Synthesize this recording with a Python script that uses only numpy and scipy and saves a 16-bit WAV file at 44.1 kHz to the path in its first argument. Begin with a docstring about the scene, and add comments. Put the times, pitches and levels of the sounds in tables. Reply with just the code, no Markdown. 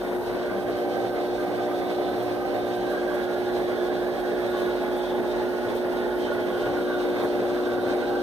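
"""Washing machine on spin

A top-loading machine spins steadily in a small tiled room, heard by a hand-held pair of microphones.
Hum is a sum of mains harmonics, knocks excite wall modes once a cycle, and whir and spray are shaped noise.
Resonators driven by noise give the air spaces, room modes, booms and sizzles; echoes comb the spray.
As the microphones move along the panel, tones and resonances swell and shift; ticks and hiss lie on top."""
import sys
import numpy as np
from scipy import signal
from scipy.fft import rfft, irfft
from scipy.io import wavfile

SR = 44100
rng = np.random.default_rng(int(sys.argv[2]) if len(sys.argv) > 2 else 0)


def pcm_store(signal):
    """Save signal as 16-bit PCM."""
    levels = np.round(np.clip(np.atleast_2d(signal), -1, 1) * 32767)
    wavfile.write(sys.argv[1], SR, levels.astype(np.int16).T)


N = 362502
T = np.arange(N) / SR  # s
HZ = np.fft.rfftfreq(N, 1 / SR)
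MAINS_HZ = 59.98


def amp(db):
    """Decibel law: a level in dB becomes an amplitude ratio."""
    return 10 ** (np.asarray(db) / 20)


def unit(x):
    """Normalization: scales a signal to rms 1."""
    return x / np.sqrt(np.mean(x ** 2) + 1e-20)


def colour(rows, axis=1):
    """Spectral envelope: one column of a table, interpolated over log frequency."""
    rows = np.asarray(rows)
    return np.interp(np.log(HZ + 1), np.log(rows[:, 0] + 1), rows[:, axis])


def drift(rate_hz):
    """Low-pass random modulation of rms 1, weakening above rate_hz."""
    size = 2048
    hz = np.fft.rfftfreq(size, T[-1] / size)
    lowpass = 1 / np.sqrt(1 + (hz / rate_hz) ** 4)
    slow = irfft(rfft(rng.standard_normal(size)) * lowpass)
    return np.interp(T, np.linspace(0, T[-1], size), unit(slow))


def bump(s, length):
    """Gaussian envelope of height 1 centred on s."""
    return np.exp(-(2 * (T - s) / length) ** 2)


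def swells(rows):
    """Superposed Gaussian changes of level, in dB at every sample."""
    return sum(db * bump(s, length) for s, db, length in rows)


# the two microphones: (f/Hz, likeness 0-1, left minus right/dB, left leads beyond its delay/rad)
MICROPHONES = [(45, 0.3, 5.5, 0.2), (128, 0.25, 0.5, 1.12), (182, 0.6, -2.5, -0.2), (218, 1, 5, -0.77),
               (259, 0.65, 5.5, 0.024), (306, 0.7, 18, 0.62), (350, .9, 7, -0.09), (408, 0.7, 5, -0.47),
               (483, 0.62, 2, 0.65), (587, 0.98, 2.5, 0.16), (754, 0.74, -2, -0.23), (900, 0.74, 0.5, 0.41),
               (1110, 1, 0.5, 0), (1500, 0.7, -2.5, 0.066), (1700, 0.72, -3, -0.31),
               (1900, 0.69, -1.5, -0.52), (2280, 0.87, -1, -0.33), (2570, 0.7, -1.5, -0.19),
               (2700, 0.73, -1.5, 0.2), (3000, 0.36, -1, -0.74), (3300, .78, -3, -1),
               (3700, 0.74, -1.5, 0.17), (4050, 0, -1, -0.55), (4350, 0.5, -4.5, -1.1), (4650, 0.57, 1, 0),
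               (5570, 0.3, -0.5, 0.21), (7470, 0.99, -1.5, -0.12)]


def airborne(shape_db, strength=1, lag=0.0004004, knee_hz=1100):
    """Interaural coherence: coloured noise shared in part, its left side delayed by lag s above the knee."""
    shared, separate = rfft(rng.standard_normal((2, N)) * strength)
    likeness = np.clip(colour(MICROPHONES), 0, 1)
    tilt_db = colour(MICROPHONES, axis=2)
    lead = colour(MICROPHONES, axis=3) - 2 * np.pi * lag * np.maximum(HZ - knee_hz, 0)
    left = shared * np.exp(1j * lead) * amp(tilt_db / 2)
    right = (likeness * shared + np.sqrt(1 - likeness ** 2) * separate) * amp(-tilt_db / 2)
    return unit(irfft(np.array([left, right]) * amp(shape_db), N))


def resonate(x, hz, width_hz):
    """Resonance: a damped pole tracks the curve hz, applied twice for steep skirts; output rms 1."""
    turn = np.exp(2j * np.pi * np.cumsum(hz) / SR)
    r = np.exp(-np.pi * width_hz / SR)
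    baseband = signal.lfilter([1], [1, -2 * r, r * r], x / turn)
    return unit((turn * baseband).real)


def shaking(depth, order=1):
    """Amplitude modulation: the motor presses loose parts together in step with the mains."""
    return np.exp(depth * np.cos(2 * np.pi * order * MAINS_HZ * T))


def bursts(rows, gust_db):
    """Transient resonance: gusty noise in one resonator per row, under a Gaussian envelope."""
    drive = airborne(0, amp(gust_db * drift(10.0)))
    out = np.zeros((2, N))
    for s, hz, width_hz, db, length in rows:
        near = abs(T - s) < 2 * length
        ringing = resonate(drive[:, near], np.full(near.sum(), hz), width_hz)
        out[:, near] += ringing * amp(db) * bump(s, length)[near]
    return out


# five resting places, each hearing the air spaces at its own pitch:
# (arrives t/s, leaves t/s, place along the panel -1 left to 1 right,
#  nearness level/dB before each source's weighting, left minus right/dB,
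#  tub f/Hz, tub level/dB, level of its deeper mode/dB, lid f/Hz, gap f/Hz, gap level/dB,
#  offset of each gap mode from the gap's centre f/Hz, panel level/dB)
STOPS = [(0, 0.248, -0.78, -1.5, 1.6, 779, -42.5, -43, 1110, 1554, -50.5, 28, -47.5),
         (0.78, 2.653, 0.47, -0.12, -2, 783, -40, -38.5, 1216, 1543, -45.5, 4.9, -58),
         (3.343, 4.32, -0.21, 0.5, -2, 803, -42, -44, 1110, 1637, -44, 42, -48),
         (4.754, 6.402, -0.63, 0, -1.1, 837, -41, -47, 1095, 1615, -49, 44, -43.5),
         (6.863, 8.22, 0.92, 1, -1, 803, -45, -49, 1143, 1565, -44, 23, -44.5)]


def microphone_path():
    """Piecewise-linear motion: the stops' columns at every sample, held at rest and gliding between."""
    stops = np.asarray(STOPS)
    times = stops[:, :2].ravel()
    return [np.interp(T, times, np.repeat(column, 2)) for column in stops.T[2:]]


# brief dips and swells of the sixth harmonic: (t/s, change of level/dB, length t/s)
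DRONE_LURCHES = [(2.57, -5, 0.042), (3.55, 3, 0.087), (3.77, -9, .03), (3.83, 5.5, 0.049),
                 (4.16, -9, 0.074), (4.66, 3.5, 0.14), (5.65, -4.5, 0.14), (6.28, -6, 0.031),
                 (8.04, -9, 0.05)]
# motor hum, each harmonic standing in the room; a negative fall marks a node:
# (multiple of the mains, level/dB at its place, left minus right/dB, its change per unit of place/dB,
#  left leads/rad, its place on the panel's scale, fall/dB per unit of distance from it)
HUM = [(2, -51.5, 0.5, 0, 1.1, 0.26, 10), (3, -53.5, -10, -1, 0.49, 0.3, 10.5),
       (4, -44.5, -6.5, 6, -0.54, 0.17, -2.5), (5, -36, 2, -3, 1.2, 0.56, 6),
       (6, -31.5, 0, 3.5, 0, 0.35, -1.5), (7, -40.5, -11, -0.5, -0.18, -1.1, 3),
       (8, -38, 6, -4, 0.64, 0.7, 4.5), (9, -47.5, -3, 5, 0, 0.82, 2), (10, -38.5, -4.5, 1, 0, 0.23, 4),
       (11, -43.5, -8.5, -3, -0.43, -0.55, 7), (12, -42.5, 4, -3, 0.2, 0.46, 5.5),
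       (13, -45.5, -10, -4, 0.28, 0.51, 7), (14, -43.5, 5, 4, -0.37, -0.94, 8.5),
       (15, -49, -5, -11, -0.15, -1.3, 4), (16, -65, 1, -2, 0, 0.00063, -12)]


def hum(place, near_db, slip_hz=3.6, beat=0.14, fade_db=0.5, jitter=0.12, scatter=1.8, nearness=1.9,
        drone_flutter_db=0.7, flutter_db=1.36, waver=0.11):
    """Magnetic forcing: mains harmonics beat with the slipping rotor; the cabinet drones on the sixth."""
    drone = amp(swells(DRONE_LURCHES) + drone_flutter_db * drift(22.0))
    out = np.zeros((2, N))
    side = np.array([[.5], [-.5]])
    for k, db, tilt_db, swing_db, lead, own_place, fall_db in HUM:
        standing = amp(db - fall_db * abs(place - own_place) + nearness * near_db)
        if k == 6:
            swell = drone
        else:
            # higher harmonics fade more
            fading = amp(fade_db * k / 10 * drift(0.74) + flutter_db * drift(21.0))
            beating = 1 + beat * np.sin(2 * np.pi * (slip_hz * T + rng.random()))
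            swell = unit(beating * fading)
        # and their phase wanders more
        wander = (waver + jitter * (k / 10) ** 2) * drift(11.0)
        phase = 2 * np.pi * k * MAINS_HZ * T + scatter * rng.standard_normal() + wander
        balance = amp(side * (tilt_db + swing_db * place))
        out += balance * np.sqrt(2) * standing * swell * np.cos(phase + side * lead)
    return out


# broad colour of the whir: (f/Hz, relative level/dB per Hz)
WHIR_COLOUR = [(20, -38), (60, -21.5), (100, -10.5), (150, -15), (250, -10.5), (380, -3), (580, 0.5),
               (780, -8), (930, -10.5), (1300, -15.5), (1800, -14), (2500, -23.5), (4200, -36), (8000, -45)]
# cabinet modes that lift the whir, and hollows between them: (f/Hz, width f/Hz, lift/dB)
CABINET_MODES = [(117.8, 4.7, 11.5), (194, 12.3, 14.5), (266, 19, 4), (325, 20, 0), (350, 15.6, 8.5),
                 (382, 22, -0.5), (436, 16, 3), (473, 14, -4), (533, 26, -2), (643, 20, -3), (753, 7.3, 6),
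                 (940, 29, -1.5), (1078, 16, 6), (1386, 50, -2), (1790, 33, -7), (2060, 66, 5.5),
                 (2180, 40, -6), (2240, 63, 8)]


def whir(near_db, level_db=-33.5, nearness=0.33, rattle=0.17, flutter_db=1.88,
         wobble_hz=25.84, wobble=0.11):
    """Modulated noise: bearings and belt, chopped at mains rate and twice a basket turn, ring the cabinet."""
    lift_db = sum(db / (1 + (2 * (HZ - hz) / width) ** 2) for hz, width, db in CABINET_MODES)
    turning = 1 + wobble * np.sin(2 * np.pi * wobble_hz * T)
    strength = shaking(rattle) * turning * amp(flutter_db * drift(8.0))
    return airborne(colour(WHIR_COLOUR) + lift_db, strength) * amp(level_db + nearness * near_db)


# trim that thins the rumble below its mode: (f/Hz, relative level/dB)
RUMBLE_CUT = [(28, -12), (41, 9)]


def rumble(place, near_db, hz=48, width_hz=13, level_db=-54.0, left_db=2.0):
    """Rigid-body mode: the cabinet rocks on its feet at one low resonance, strongest on its left side."""
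    mode_db = -10 * np.log10(1 + (2 * (HZ - hz) / width_hz) ** 2)
    treble_cut_db = -20 * np.log10(1 + (HZ / 150) ** 2)
    shape_db = mode_db + treble_cut_db + colour(RUMBLE_CUT)
    return airborne(shape_db) * amp(level_db + near_db - left_db * place)


def whine(hz=4807, width_hz=14, level_db=-63.5, left=0.45):
    """Narrow-band noise: a faint motor whistle, in opposite phase at the two microphones."""
    whistle = resonate(rng.standard_normal(N), np.full(N, hz), width_hz)
    return whistle * amp(level_db) * np.array([[-left], [1]])


# steady hiss of each microphone: (f/Hz, left relative level/dB per Hz, right relative level/dB per Hz)
HISS = [(100, 2, 9), (4900, -25, 0), (7340, -13, -17), (8860, -1.5, -2.5), (9700, -5, 1), (11000, -8, 0.5),
        (12000, -4.5, 3.5), (14000, -10, 2), (15500, -19, 2)]


def hiss(level_db=-52.5, flicker_db=1.14):
    """Self-noise: uncorrelated hiss in each microphone, brighter on the right, flickering a little."""
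    shape = amp([colour(HISS), colour(HISS, axis=2)])
    noise = unit(irfft(rfft(rng.standard_normal((2, N))) * shape, N))
    return noise * amp(level_db + flicker_db * drift(16))


# swells of the gap's ring: (t/s, change of level/dB, length t/s)
GAP_FLARES = [(3.0, 3.5, 0.23), (8.15, 5, 0.22)]
# lid, gap and panel swell as the tub recedes by as much: (t/s, change of level/dB, length t/s)
SWEEPS = [(.45, 5, 0.33), (3.02, 2, 0.54), (4.7, 3, 0.35), (6.8, 1, 0.33)]


def hollows(place, tub_hz, tub_db, deep_db, lid_hz, gap_hz, gap_db, split_hz, panel_db, waver_hz=12,
            tub_width_hz=38, deep_ratio=.92, lid_db=-51.0, lid_right_db=3.0, lid_width_hz=65,
            gap_width_hz=62, panel_hz=1455, panel_width_hz=65, tub_rattle=0.079, gap_rattle=0.18,
            flutter_db=2.5):
    """Cavity resonance: whir in the open tub, under the raised lid, in the panel and the gap behind it."""
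    churn = airborne(0, shaking(tub_rattle))
    tub = resonate(churn, tub_hz, tub_width_hz) * amp(tub_db)
    tub += resonate(churn, deep_ratio * tub_hz, tub_width_hz) * amp(deep_db)
    drive = airborne(0, amp(flutter_db * drift(7.9)))
    lid = resonate(drive, lid_hz, lid_width_hz) * amp(lid_db + lid_right_db * place)
    centre_hz = gap_hz + waver_hz * drift(4.1)
    lower = resonate(drive, centre_hz - split_hz, gap_width_hz)
    upper = resonate(churn, centre_hz + split_hz, gap_width_hz)
    gap = unit(lower + upper) * amp(gap_db + swells(GAP_FLARES))
    panel = resonate(drive, np.full(N, panel_hz), panel_width_hz) * amp(panel_db)
    sweep = amp(swells(SWEEPS))
    return tub / sweep + (lid + gap + panel) * sweep * unit(shaking(gap_rattle, order=2))


# colour of the spray: (f/Hz, relative level/dB per Hz)
SPRAY_COLOUR = [(1500, -16), (2400, -2.5), (3000, -1.5), (3600, 1), (4100, -0.5), (4700, -6.5),
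                (6300, -11.5), (8000, -14.5), (15000, -43)]


def spray(near_db, level_db=-47.5, nearness=0.84, gust_db=1.53, patch_db=2.5, patch_width_hz=150, count=10):
    """Turbulent noise: water leaves the basket in gusts, each patch of tub wall hissing at its own pitch."""
    water = airborne(colour(SPRAY_COLOUR), amp(gust_db * drift(11)))
    spectrum = rfft(water)
    out = water
    for hz in np.linspace(2800, 4100, count):
        patch = irfft(spectrum * np.exp(-(2 * (HZ - hz) / patch_width_hz) ** 2), N)
        out = out + patch * (amp(patch_db * drift(2.2)) - 1)
    return unit(out) * amp(level_db + nearness * near_db)


def tiles(x, place, echo_db=-5.5, first_s=.003, last_s=.016, shift_s=0.000483, count=8):
    """Comb filtering: echoes off tiled walls, their delays sliding as the microphones move."""
    delays = rng.uniform(first_s, last_s, count)
    slopes = rng.uniform(-0.89, 1, count)
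    signs = rng.choice([-1, 1], count)
    out = x.copy()
    for delay, slope, sign in zip(delays, slopes, signs):
        heard = T - delay - shift_s * slope * place
        echo = np.array([np.interp(heard, T, side) for side in x])
        out += sign * amp(echo_db) / np.sqrt(count) * echo
    return out / np.sqrt(1 + amp(echo_db) ** 2)


# standing waves between the machine and the tiled walls; a negative fall marks a node:
# (f/Hz, width f/Hz, level/dB at its place, that place -1 to 1, fall/dB per unit of distance from it)
ROOM_MODES = [(118.3, 6.6, -52.5, 0.31, 9), (265.6, 17, -53.5, 0.092, -13.5), (451, 29, -45.5, -0.32, -1),
              (507, 22, -46, -.1, -1), (571.7, 30, -43.5, -.2, -0.5), (681.5, 17, -48, 0.075, -3),
              (746.5, 26, -53, -0.14, -1), (803, 20, -53, 1, 2.5), (837, 26, -55, -0.041, -5),
              (1005, 39, -53.5, .3, 3), (1298, 52, -58.5, -0.14, -5), (1829, 49, -53.5, -0.57, 6),
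              (1894, 40, -59, -0.74, 10)]


def room(place, near_db, rattle=0.1, nearness=0.44):
    """Room modes: the shaking cabinet feeds narrow standing waves that the microphones drift through."""
    drive = airborne(0, shaking(rattle))
    out = np.zeros((2, N))
    for hz, width_hz, db, own_place, fall_db in ROOM_MODES:
        level_db = db - fall_db * abs(place - own_place) + nearness * near_db
        out += resonate(drive, np.full(N, hz), width_hz) * amp(level_db)
    return out


# brief ring of the loose cabinet wall: (f/Hz, relative level/dB, t60 t/s)
WALL_MODES = [(450, -7.5, .018), (539, 14, 0.014), (627, -4, 0.0093)]
# bouts of harder or softer rattling: (t/s, change of level/dB, length t/s)
RATTLES = [(1.0, 7, .08), (1.55, 5, 0.063), (1.7, 8, 0.038), (1.81, 7, 0.036), (1.93, 5, .04),
           (3.02, -6, 0.047), (3.24, 5, 0.029), (5.76, 5, 0.037), (7.26, 8, 0.075), (7.44, 9.5, 0.074)]


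def knocks(near_db, level_db=-40.5, uneven_db=2, surge_db=1.5, jitter_s=0.00041):
    """Impulse response: uneven blows, one a mains cycle, ring the modes of a loose cabinet wall."""
    beats = np.arange(1, int(T[-1] * MAINS_HZ))
    late, size, way = rng.standard_normal((len(beats), 3)).T
    at = np.clip((beats / MAINS_HZ + jitter_s * late) * SR, 0, N - 1).astype(int)
    blows = np.zeros(N)
    blows[at] = np.sign(way) * amp(uneven_db * np.minimum(size, 1.5))
    t = T[T < .06]
    ring = sum(amp(db - 60 * t / t60) * np.sin(2 * np.pi * hz * t) for hz, db, t60 in WALL_MODES)
    rung = signal.oaconvolve(blows * amp(surge_db * drift(13)), ring)[:N]
    band = signal.butter(4, [410, 850], "bandpass", fs=SR, output="sos")
    return unit(signal.sosfilt(band, rung)) * amp(level_db + near_db + swells(RATTLES))


# ticks and scuffs of the holding hand: (t/s, level/dB before the left cut, hold t/s, fade t/s)
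TICKS = [(0.03, -55, 0.25, 0.027), (2.223, -50, .015, .015), (2.899, -51, .012, .025),
         (3.14, -50, .014, 0.018), (3.185, -56, .01, .008), (3.236, -53, .008, .01), (4.192, -51, .01, .01),
         (4.496, -52, .012, .008), (4.568, -54, 0.06, .06), (4.96, -51, 0.028, .02),
         (5.751, -47, .004, .005), (5.761, -49, .01, .012), (6.18, -52, .008, .01), (7.197, -51, .01, .012),
         (7.227, -51, .022, .015)]
# their colour: (f/Hz, relative level/dB per Hz)
TICK_COLOUR = [(1500, -30), (5000, -6), (9000, -2), (12500, 0), (14500, 0), (16000, -8)]


def ticks(attack_s=.002, left_db=-5):
    """Friction noise: fingers shifting on the microphone housing tick and scuff, louder on the right."""
    level = np.zeros(N)
    for s, db, hold, fade in TICKS:
        rise = np.clip((T - s) / attack_s, 0, 1)
        level += amp(db) * rise * np.exp(-np.maximum(T - s - hold, 0) / fade)
    return airborne(colour(TICK_COLOUR)) * level * amp([[left_db], [0]])


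# single resonances that ring out: (centre t/s, f/Hz, width f/Hz, level/dB, length t/s)
BOOMS = [(.2, 940, 140, -46, .6), (.55, 198, 18, -44.5, .35), (.9, 579, 47, -38, 0.63),
         (.97, 507, 22, -38, .35), (3.02, 507, 18, -38, 0.18), (3.33, 1432, 47, -45, .3),
         (4.62, 1110, 44, -42, 0.22), (4.3, 1720, 150, -48, .8), (5.7, 868, 28, -42.5, 1.2),
         (6.02, 1445, 45, -43.5, 0.39), (6.1, 1800, 160, -50, .8), (6.5, 507, 20, -42, 0.37),
         (6.76, 1430, 54, -45, 0.39), (6.85, 570, 26, -40.5, .4), (7.27, 451, 20, -38, 0.5),
         (8.1, 805, 30, -38, .35)]


def booms():
    """Modal excitation: now and then one resonance of the cabinet swells and dies away."""
    return bursts(BOOMS, gust_db=2.5)


# sheets of spray striking the tub: (centre t/s, f/Hz, width f/Hz, level/dB, length t/s)
SIZZLES = [(0.732, 3600, 1290, -51, 0.049), (2.02, 3600, 450, -51, 0.49), (2.75, 3150, 700, -55.5, 0.8),
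           (3.6, 3500, 800, -52.5, 1), (4.647, 3780, 700, -50, 0.5), (5.04, 3450, 350, -50, 0.31),
           (5.775, 3200, 2200, -46, 0.04), (6.1, 3300, 900, -54.5, 0.65), (6.65, 3140, 544, -49.5, 0.5),
           (6.98, 3670, 400, -48.5, 0.39), (7.212, 3700, 400, -46, 0.085), (7.848, 3900, 605, -49, 0.16)]


def sizzles():
    """Impact noise: spray strikes the tub in passing bands of noise."""
    return bursts(SIZZLES, gust_db=2.1)


def scene():
    """Superposition: all parts of the machine, with a level balance that turns along the path."""
    place, near_db, turn_db, *air_spaces = microphone_path()
    sides = amp(np.array([[1], [-1]]) * turn_db / 2)
    turned = hum(place, near_db) + whir(near_db) + knocks(near_db) + room(place, near_db) + booms()
    machine = turned * sides + rumble(place, near_db) + whine()
    water = tiles(spray(near_db) + sizzles(), place)
    return machine + hollows(place, *air_spaces) + water + ticks() + hiss()


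EDGE_HZ = 15530


def record(dry):
    """Band limiting: a steep linear-phase low-pass at EDGE_HZ."""
    lowpass = signal.firwin(1023, EDGE_HZ, window=("kaiser", 9), fs=SR)
    return signal.oaconvolve(dry, lowpass[None], "same")


dry = scene()
out = record(dry)
pcm_store(out)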